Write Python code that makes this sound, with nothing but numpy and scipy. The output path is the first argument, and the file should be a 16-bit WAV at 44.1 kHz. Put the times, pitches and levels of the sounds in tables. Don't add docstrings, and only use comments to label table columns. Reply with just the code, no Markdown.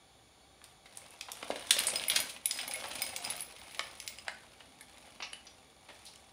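import sys
import numpy as np
from scipy import signal
from scipy.fft import rfft, irfft, next_fast_len
from scipy.io import wavfile
from scipy.ndimage import uniform_filter1d

SR = 44100
rng = np.random.default_rng(int(sys.argv[2]) if len(sys.argv) > 2 else 0)


def output_pcm(signal):
    pcm = np.clip(np.atleast_2d(signal).T, -1, 1) * 32767
    wavfile.write(sys.argv[1], SR, np.round(pcm).astype(np.int16))


N = 278735
TIME_S, HIT_TIME_S = np.arange(N) / SR, np.arange(SR // 8) / SR
CUTOFF_HZ = 15700


# pitch_hz, split_hz, base_t60_s
BOWL_MODES = [(2175, 60, .06), (5020, 45, .06), (8625, -45, .05), (10127, -45, .05), (12200, -130, .045),
              (15224, -60, .055)]
# bottom_db, rim_db
MODE_RESPONSE = [(-14.5, -15), (9, -40.5), (0.5, -29.5), (-27, 5.5), (-17, -9), (-11, -22)]
# freq_hz, gain_db
TICK_SPECTRUM = [(300, -48), (800, -53), (1500, -15), (2200, 1), (3600, 1.5), (5500, -4.5), (8000, -5.5),
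                 (9700, 1.5), (11500, -28), (15500, -14)]
# start_s, tick_db, ring_db, spot (0 bottom, 1 rim)
PELLET_HITS = [(1.9577, -38.5, -30, 0.06), (2.0382, -40, -53, 0.47), (2.0829, -55, -28, 0.67),
               (2.0994, -41.5, -30, 0.88), (2.202, -38, -31.5, 0.54), (2.4567, -36.5, -24.5, 1),
               (2.5097, -35, -34.5, .02), (2.5736, -50, -40.5, .05), (2.612, -49.5, -39, 0.052),
               (2.6785, -47, -38.5, 0.65), (2.7107, -44.5, -42, 0.4), (2.7365, -47.5, -34.5, 1),
               (2.758, -51, -46, .8), (2.9553, -45, -46.5, .85), (3.019, -40, -29, 0.38),
               (3.0645, -46, -42, 0.84), (3.162, -39, -40.5, 0.44), (3.249, -44.5, -37.5, 0.061),
               (3.3013, -43, -33, 1), (3.364, -52, -45, 0.83), (3.406, -51.5, -37, 1), (3.418, -57, -38, 1),
               (4.001, -45.5, -47.5, .75), (4.0771, -40, -43.5, 0.26), (4.1856, -49.5, -50, 0.16)]


def pellet_clinks(tick_trim_db=2.5, ring_trim_db=-1.0, scatter_db=3.0, twin_gain=0.66, t60_scale=0.73):
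    out, t = np.zeros(N), HIT_TIME_S
    bottom_db, rim_db = np.transpose(MODE_RESPONSE)
    onset = 1 - np.exp(-t / 0.00039)
    for start_s, tick_db, ring_db, spot in PELLET_HITS:
        contact = crack_burst(t60_s=0.017, ragged_db=6.5, first_gain=1.7)
        tick = bandpass(colour(contact, TICK_SPECTRUM), 320, 10000)
        clink = from_db(tick_db + tick_trim_db) * unit_attack(tick)
        shares = from_db(bottom_db + spot * (rim_db - bottom_db) + rng.normal(0, scatter_db, len(rim_db)))
        for (hz, split_hz, t60_s), share in zip(BOWL_MODES, shares / np.linalg.norm(shares)):
            twin = twin_gain * np.sin(2 * np.pi * ((hz + split_hz) * t + rng.random()))
            pair = (np.sin(2 * np.pi * hz * t) + twin) * decay(t, t60_s * t60_scale) * onset
            clink += share * from_db(ring_db + ring_trim_db) * unit_attack(pair)
        add(out, start_s, clink)
    return out


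PATTER_LEVELS = [-62, -68.5, -68.5, -61.5, -72, -70]


def bowl_patter(rate_per_s=41, spread_db=5.5):
    touches = (rng.random(N) < rate_per_s / SR) * contact_sizes(spread_db)
    glass = np.zeros(N)
    for (hz, _, t60_s), level_db in zip(BOWL_MODES, PATTER_LEVELS):
        glass += from_db(level_db) * unit_rms(ring(touches * rng.standard_normal(N), hz, t60_s))
    return glass * np.sqrt(kibble_flow()) * gate(start_s=1.95, end_s=4.2, fade_s=0.078)


# time_s, relative_db
FLOW_CURVE = [(0, -74), (0.55, -70), (0.66, -57.5), (0.8, -67.5), (0.96, -54.5), (1.25, -57), (1.41, -49.5),
              (1.68, -48.5), (1.8, -36.5), (2.05, -43.5), (2.18, -39.5), (2.41, -59.5), (2.54, -46.5),
              (3.06, -43.5), (3.2, -49), (3.28, -39.5), (3.44, -53), (3.8, -51), (4.19, -56), (4.78, -60),
              (4.97, -56), (5.25, -58), (5.8, -62.5), (5.93, -56), (6.32, -61)]


def kibble_flow(rest_db=-67.5, steady_db=-45):
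    motion = from_db(np.interp(TIME_S, *np.transpose(FLOW_CURVE)))
    return np.maximum(motion - from_db(rest_db), 0) / from_db(steady_db)


# freq_hz, gain_db
SCRAPE_SPECTRUM = [(60, -6.5), (160, -12), (240, -2), (350, -12.5), (560, -5), (780, -1), (1450, -3),
                   (2300, 0), (3500, 0), (5500, -3.5), (7800, -8.5), (9700, 3.5), (11200, -10),
                   (15500, -18)]


def kibble_slide(body_db=-55, rattle_db=-50, fizz_db=-54, wall_db=-57.5, click_db=-54.5, shared=0.53):
    flow = kibble_flow()
    body_flow, fizz_flow = flow ** 0.85, flow ** 0.97
    registers = [(50, 1300, body_flow * from_db(body_db)),
                 (1300, 7000, flow * from_db(rattle_db)),
                 (7000, 16000, fizz_flow * from_db(fizz_db))]
    common_power = grain_power(rate_per_s=270, spread_db=6.5, t60_s=0.028)
    out = np.zeros(N)
    for low_hz, high_hz, gain in registers:
        own_power = grain_power(rate_per_s=600, spread_db=8.0, t60_s=0.022)
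        crackle = np.sqrt(shared * common_power + (1 - shared) * own_power) * rng.standard_normal(N)
        out += gain * unit_rms(bandpass(colour(crackle, SCRAPE_SPECTRUM), low_hz, high_hz))
    out += body_flow * from_db(wall_db) * tumble(low_hz=517, high_hz=933, rate_per_s=100, cycles=33)
    out += flow * from_db(click_db) * tumble(low_hz=2080, high_hz=4000, rate_per_s=170, cycles=45)
    return out


def grain_power(rate_per_s, spread_db, t60_s):
    contacts = contact_sizes(spread_db, cap=4) ** 2 * (rng.random(N) < rate_per_s / SR)
    power = signal.lfilter([1], [1, -decay(2 / SR, t60_s)], contacts + 1e-9)
    return power / uniform_filter1d(power, size=SR // 14)


def tumble(low_hz, high_hz, rate_per_s, cycles):
    bumps = contact_sizes(spread_db=4.0) * (rng.random(N) < rate_per_s / SR)
    pitches_hz = np.geomspace(low_hz, high_hz, 16)
    choice = rng.integers(0, len(pitches_hz), N)
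    rings = sum(ring(bumps * (choice == k), hz, cycles / hz) * (-1) ** k
                for k, hz in enumerate(pitches_hz))
    power = uniform_filter1d(rings ** 2, size=SR // 10)
    return unit_rms(rings / np.sqrt(np.abs(power) + 0.1 * power.mean()))


# freq_hz, gain_db
FILM_SPECTRUM = [(150, -18), (250, -2), (400, -10), (700, -6.5), (1300, -7), (2200, 1.5), (3600, 2),
                 (5500, -6.5), (7600, -12), (9700, -3.5), (11000, -15.5), (15500, -19)]
# start_s, level_db, centre_hz, falloff_db_per_octave, t60_s
FILM_SNAPS = [(0.6165, -56.5, 1200, 7.5, 0.014), (0.6411, -51.5, 10800, 8, 0.023),
              (0.8572, -53.5, 1500, 2.5, .06), (0.9724, -43.5, 9100, 22, 0.013),
              (1.106, -55.5, 10700, 19, 0.017), (1.21, -39, 5750, 5, 0.022), (1.285, -44, 850, 10.5, .044),
              (1.318, -39.5, 10700, 9.5, 0.02), (1.4278, -39, 600, 7, 0.022),
              (1.5081, -39.5, 600, 4, 0.068), (1.5588, -41.5, 600, 2.5, 0.057),
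              (1.6246, -48, 600, 3, 0.024), (1.67, -48, 12000, 3, .027), (1.7077, -18.5, 8000, 4, 0.029),
              (1.722, -39, 4550, 13, 0.093), (1.766, -35.5, 4560, 5, 0.024),
              (1.7857, -30.5, 2940, 4, 0.033), (1.791, -29, 10500, 13, 0.013),
              (1.8366, -40, 12000, 10, 0.031), (1.8691, -28.5, 9300, 15.5, 0.027),
              (1.872, -33.5, 8600, 32, 0.21), (1.9972, -38, 2900, 12, 0.0071),
              (2.0988, -28.5, 3080, 6, 0.032), (2.117, -32, 3000, 6, 0.048), (2.1557, -38, 9000, 3, .04),
              (2.16, -23.5, 7100, 3, .055), (2.296, -42, 9600, 4.5, 0.085), (2.364, -46, 600, 3.5, 0.031),
              (2.5878, -36, 3060, 4.5, 0.086), (2.8408, -40.5, 800, 7, 0.037),
              (2.851, -43, 784, 15.5, 0.048), (2.914, -48, 3200, 29, 0.048), (3.3952, -45, 900, -4, 0.04),
              (3.7466, -46, 10800, 1, 0.031), (4.266, -50.5, 800, 9, 0.12), (4.6055, -51, 814, 7.5, 0.049),
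              (5.0752, -58, 600, 8.5, 0.068), (5.889, -50, 557, 6, 0.2), (6.052, -52, 9450, 12, 0.14),
              (6.064, -50, 4900, 17, 0.2), (6.1588, -54.5, 7100, 7, 0.011)]


def bag_crinkles():
    out = np.zeros(N)
    grid_hz = np.geomspace(100, CUTOFF_HZ, 60)
    for start_s, level_db, centre_hz, falloff, t60_s in FILM_SNAPS:
        gains_db = at_hz(FILM_SPECTRUM, grid_hz) - falloff * np.abs(np.log2(grid_hz / centre_hz))
        burst = crack_burst(t60_s, ragged_db=1.5, first_gain=1.8)
        snap = colour(burst, np.column_stack([grid_hz, gains_db]))
        add(out, start_s, from_db(level_db) * unit_attack(bandpass(snap, 200, CUTOFF_HZ)))
    return out


# start_s, peak_db, pitch_hz, t60_s
WALL_POPS = [(1.5031, -20, 595, 0.0099), (1.506, -39.5, 281, 0.047), (1.766, -33.5, 570, 0.031),
             (1.868, -40.5, 480, 0.022), (1.933, -35, 557, 0.043)]


def bag_pops(rise_s=0.00042):
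    out, t = np.zeros(N), HIT_TIME_S
    onset = (1 - np.exp(-t / rise_s)) ** 2
    for start_s, peak_db, hz, t60_s in WALL_POPS:
        swing = -np.sin(2 * np.pi * hz * t) * decay(t, t60_s) * onset
        add(out, start_s, from_db(peak_db) * swing / np.abs(swing).max())
    return out


# (pitch_hz, mode_db)
HANDLING_HITS = [(3.7936, -31, 0.02, 6100, 7.5, 1540, -54.5, 2130, -33, 3480, -45),
                 (4.2812, -37, 0.019, 5200, 12, 1690, -42.5, 2060, -40.5, 3070, -46),
                 (4.8093, -68, 0.033, 12000, 30, 2160, -54, 10100, -58, 11200, -54),
                 (5.2022, -74, 0.053, 4000, 6.4, 1230, -47.5, 2400, -47.5, 4640, -49),
                 (5.223, -64, 0.15, 4040, 17, 1280, -52.5, 2800, -45, 5740, -40),
                 (5.3318, -53, 0.018, 6860, 56, 3030, -45, 4700, -54, 10700, -49),
                 (5.4683, -92, 0.095, 9000, 50, 4550, -71, 5000, -55, 5800, -54.5)]


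def handling_knocks(crack_trim_db=1.0, ring_trim_db=0.6, dull_db_per_octave=12):
    out = np.zeros(N)
    for start_s, crack_db, t60_s, dull_hz, cycles, *modes in HANDLING_HITS:
        contact = crack_burst(t60_s, ragged_db=0.5, first_gain=3.0)
        dulled = [(hz, db - dull_db_per_octave * max(np.log2(hz / dull_hz), 0))
                  for hz, db in FILM_SPECTRUM]
        crack = bandpass(colour(contact, dulled), 480, CUTOFF_HZ)
        knock = from_db(crack_db + crack_trim_db) * unit_attack(crack)
        for hz, mode_db in zip(modes[::2], modes[1::2]):
            knock += from_db(mode_db + ring_trim_db) * unit_attack(ring(crack, hz, cycles / hz))
        add(out, start_s, knock)
    return out


def bag_drumming(level_db=-57):
    bumps = tumble(low_hz=600, high_hz=820, rate_per_s=30, cycles=48)
    return from_db(level_db) * gate(start_s=2.55, end_s=3.32, fade_s=0.039) * bumps


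def carrying_rumble(level_db=-74.5):
    rumble = unit_rms(bandpass(rng.standard_normal(N), 200, 290))
    return from_db(level_db) * gate(start_s=4.03, end_s=5.84, fade_s=0.34) * rumble


# freq_hz, t60_s
ROOM_DECAY = [(200, 0.8), (600, 0.32), (1500, 0.43), (4000, 0.31), (9000, 0.39), (15000, 0.22)]


def room_response(tail_db=-7, tail_delay_s=0.0051, wall_db=-15, wall_delay_s=0.012, wall_t60_s=0.024):
    t = np.arange(SR // 2) / SR
    edges_hz = np.geomspace(80, 18000, 9)
    tail = np.zeros(len(t))
    for low_hz, high_hz in zip(edges_hz, edges_hz[1:]):
        t60_s = at_hz(ROOM_DECAY, np.sqrt(low_hz * high_hz))
        tail += bandpass(rng.standard_normal(len(t)), low_hz, high_hz) * decay(t, t60_s)
    tail *= t > tail_delay_s
    wall = rng.standard_normal(len(t)) * decay(t - wall_delay_s, wall_t60_s) * (t > wall_delay_s)
    return from_db(tail_db) * tail / np.linalg.norm(tail) + from_db(wall_db) * wall / np.linalg.norm(wall)


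def room_echoes(direct, stretches=14):
    out = np.zeros(N)
    for stretch in np.array_split(np.arange(N), stretches):
        add(out, stretch[0] / SR, signal.fftconvolve(direct[stretch], room_response()))
    return out


# freq_hz, gain_db
HUSH_SPECTRUM = [(57, 2), (120, -0.5), (190, -5), (400, -4.5), (750, -5.5), (1100, -12), (2700, -14.5),
                 (3600, -11.5), (5900, -19), (7000, -14.5), (7900, -32.5), (9500, -11.5), (11500, -27),
                 (15500, -33.5)]
# centre_hz, width_hz, boost_db
HUSH_RESONANCES = [(61, 5.7, 5.5), (783, 21, 9.5), (1153, 35, 9), (2267, 40, 10.5), (3426, 45, 10),
                   (3730, 52, 7), (4430, 88, 7.5), (7470, 440, 5.5)]


def room_hush(level_db=-61.5):
    noise = colour(rng.standard_normal(N), HUSH_SPECTRUM)
    for hz, width_hz, boost_db in HUSH_RESONANCES:
        hump = signal.lfilter(*signal.iirpeak(hz, hz / width_hz, fs=SR), noise)
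        noise += (from_db(boost_db) - 1) * hump
    return from_db(level_db) * unit_rms(noise)


def crack_burst(t60_s, ragged_db, first_gain):
    size = len(HIT_TIME_S)
    strength = np.repeat(from_db(ragged_db * rng.standard_normal(size)), 8)[:size]
    crowd = rng.standard_normal(size) * unit_rms(strength)
    crowd[0] = first_gain
    return crowd * decay(HIT_TIME_S, t60_s)


def contact_sizes(spread_db, cap=3):
    return from_db(spread_db * np.minimum(rng.exponential(1, N), cap))


def ring(clicks, hz, t60_s):
    radius, step_rad = decay(1 / SR, t60_s), 2 * np.pi * hz / SR
    feedback = [1, -2 * radius * np.cos(step_rad), radius ** 2]
    return signal.lfilter([0, np.sin(step_rad)], feedback, clicks + 1e-18)


def colour(x, spectrum):
    size = 2 * next_fast_len(len(x))
    gains = from_db(at_hz(spectrum, np.arange(size // 2 + 1) * SR / size))
    cepstrum = irfft(np.log(gains))
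    cepstrum[1:size // 2] *= 2
    cepstrum[size // 2 + 1:] = 0
    return irfft(rfft(x, size) * np.exp(rfft(cepstrum)))[:len(x)]


def bandpass(x, low_hz, high_hz):
    return signal.sosfilt(signal.butter(3, [low_hz, high_hz], "band", fs=SR, output="sos"), x)


def at_hz(table, hz):
    known_hz, values = np.transpose(table)
    return np.interp(np.log(np.maximum(hz, 1)), np.log(known_hz), values)


def from_db(db):
    return 10 ** (np.asarray(db) / 20)


def unit_rms(x):
    return x / np.sqrt(np.mean(x ** 2) + 1e-20)


def unit_attack(x, attack_s=0.01):
    return x / np.sqrt(np.mean(x[:int(attack_s * SR)] ** 2) + 1e-20)


def decay(t, t60_s):
    return np.exp(-np.log(1000) * t / t60_s)


def gate(start_s, end_s, fade_s):
    return np.clip(np.minimum(TIME_S - start_s, end_s - TIME_S) / fade_s, 0, 1)


def add(track, start_s, sound):
    start = int(start_s * SR)
    track[start:start + len(sound)] += sound[:max(N - start, 0)]


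def scene():
    direct = bag_crinkles() + pellet_clinks() + bowl_patter() + handling_knocks()
    direct += bag_pops() + kibble_slide() + bag_drumming() + carrying_rumble()
    return (direct + room_echoes(direct) + room_hush())[None]


def record(dry):
    thin = signal.sosfilt(signal.butter(6, 50, "high", fs=SR, output="sos"), dry)
    return signal.sosfilt(signal.ellip(10, 0.2, 75, CUTOFF_HZ, fs=SR, output="sos"), thin)


dry = scene()
out = record(dry)
output_pcm(out)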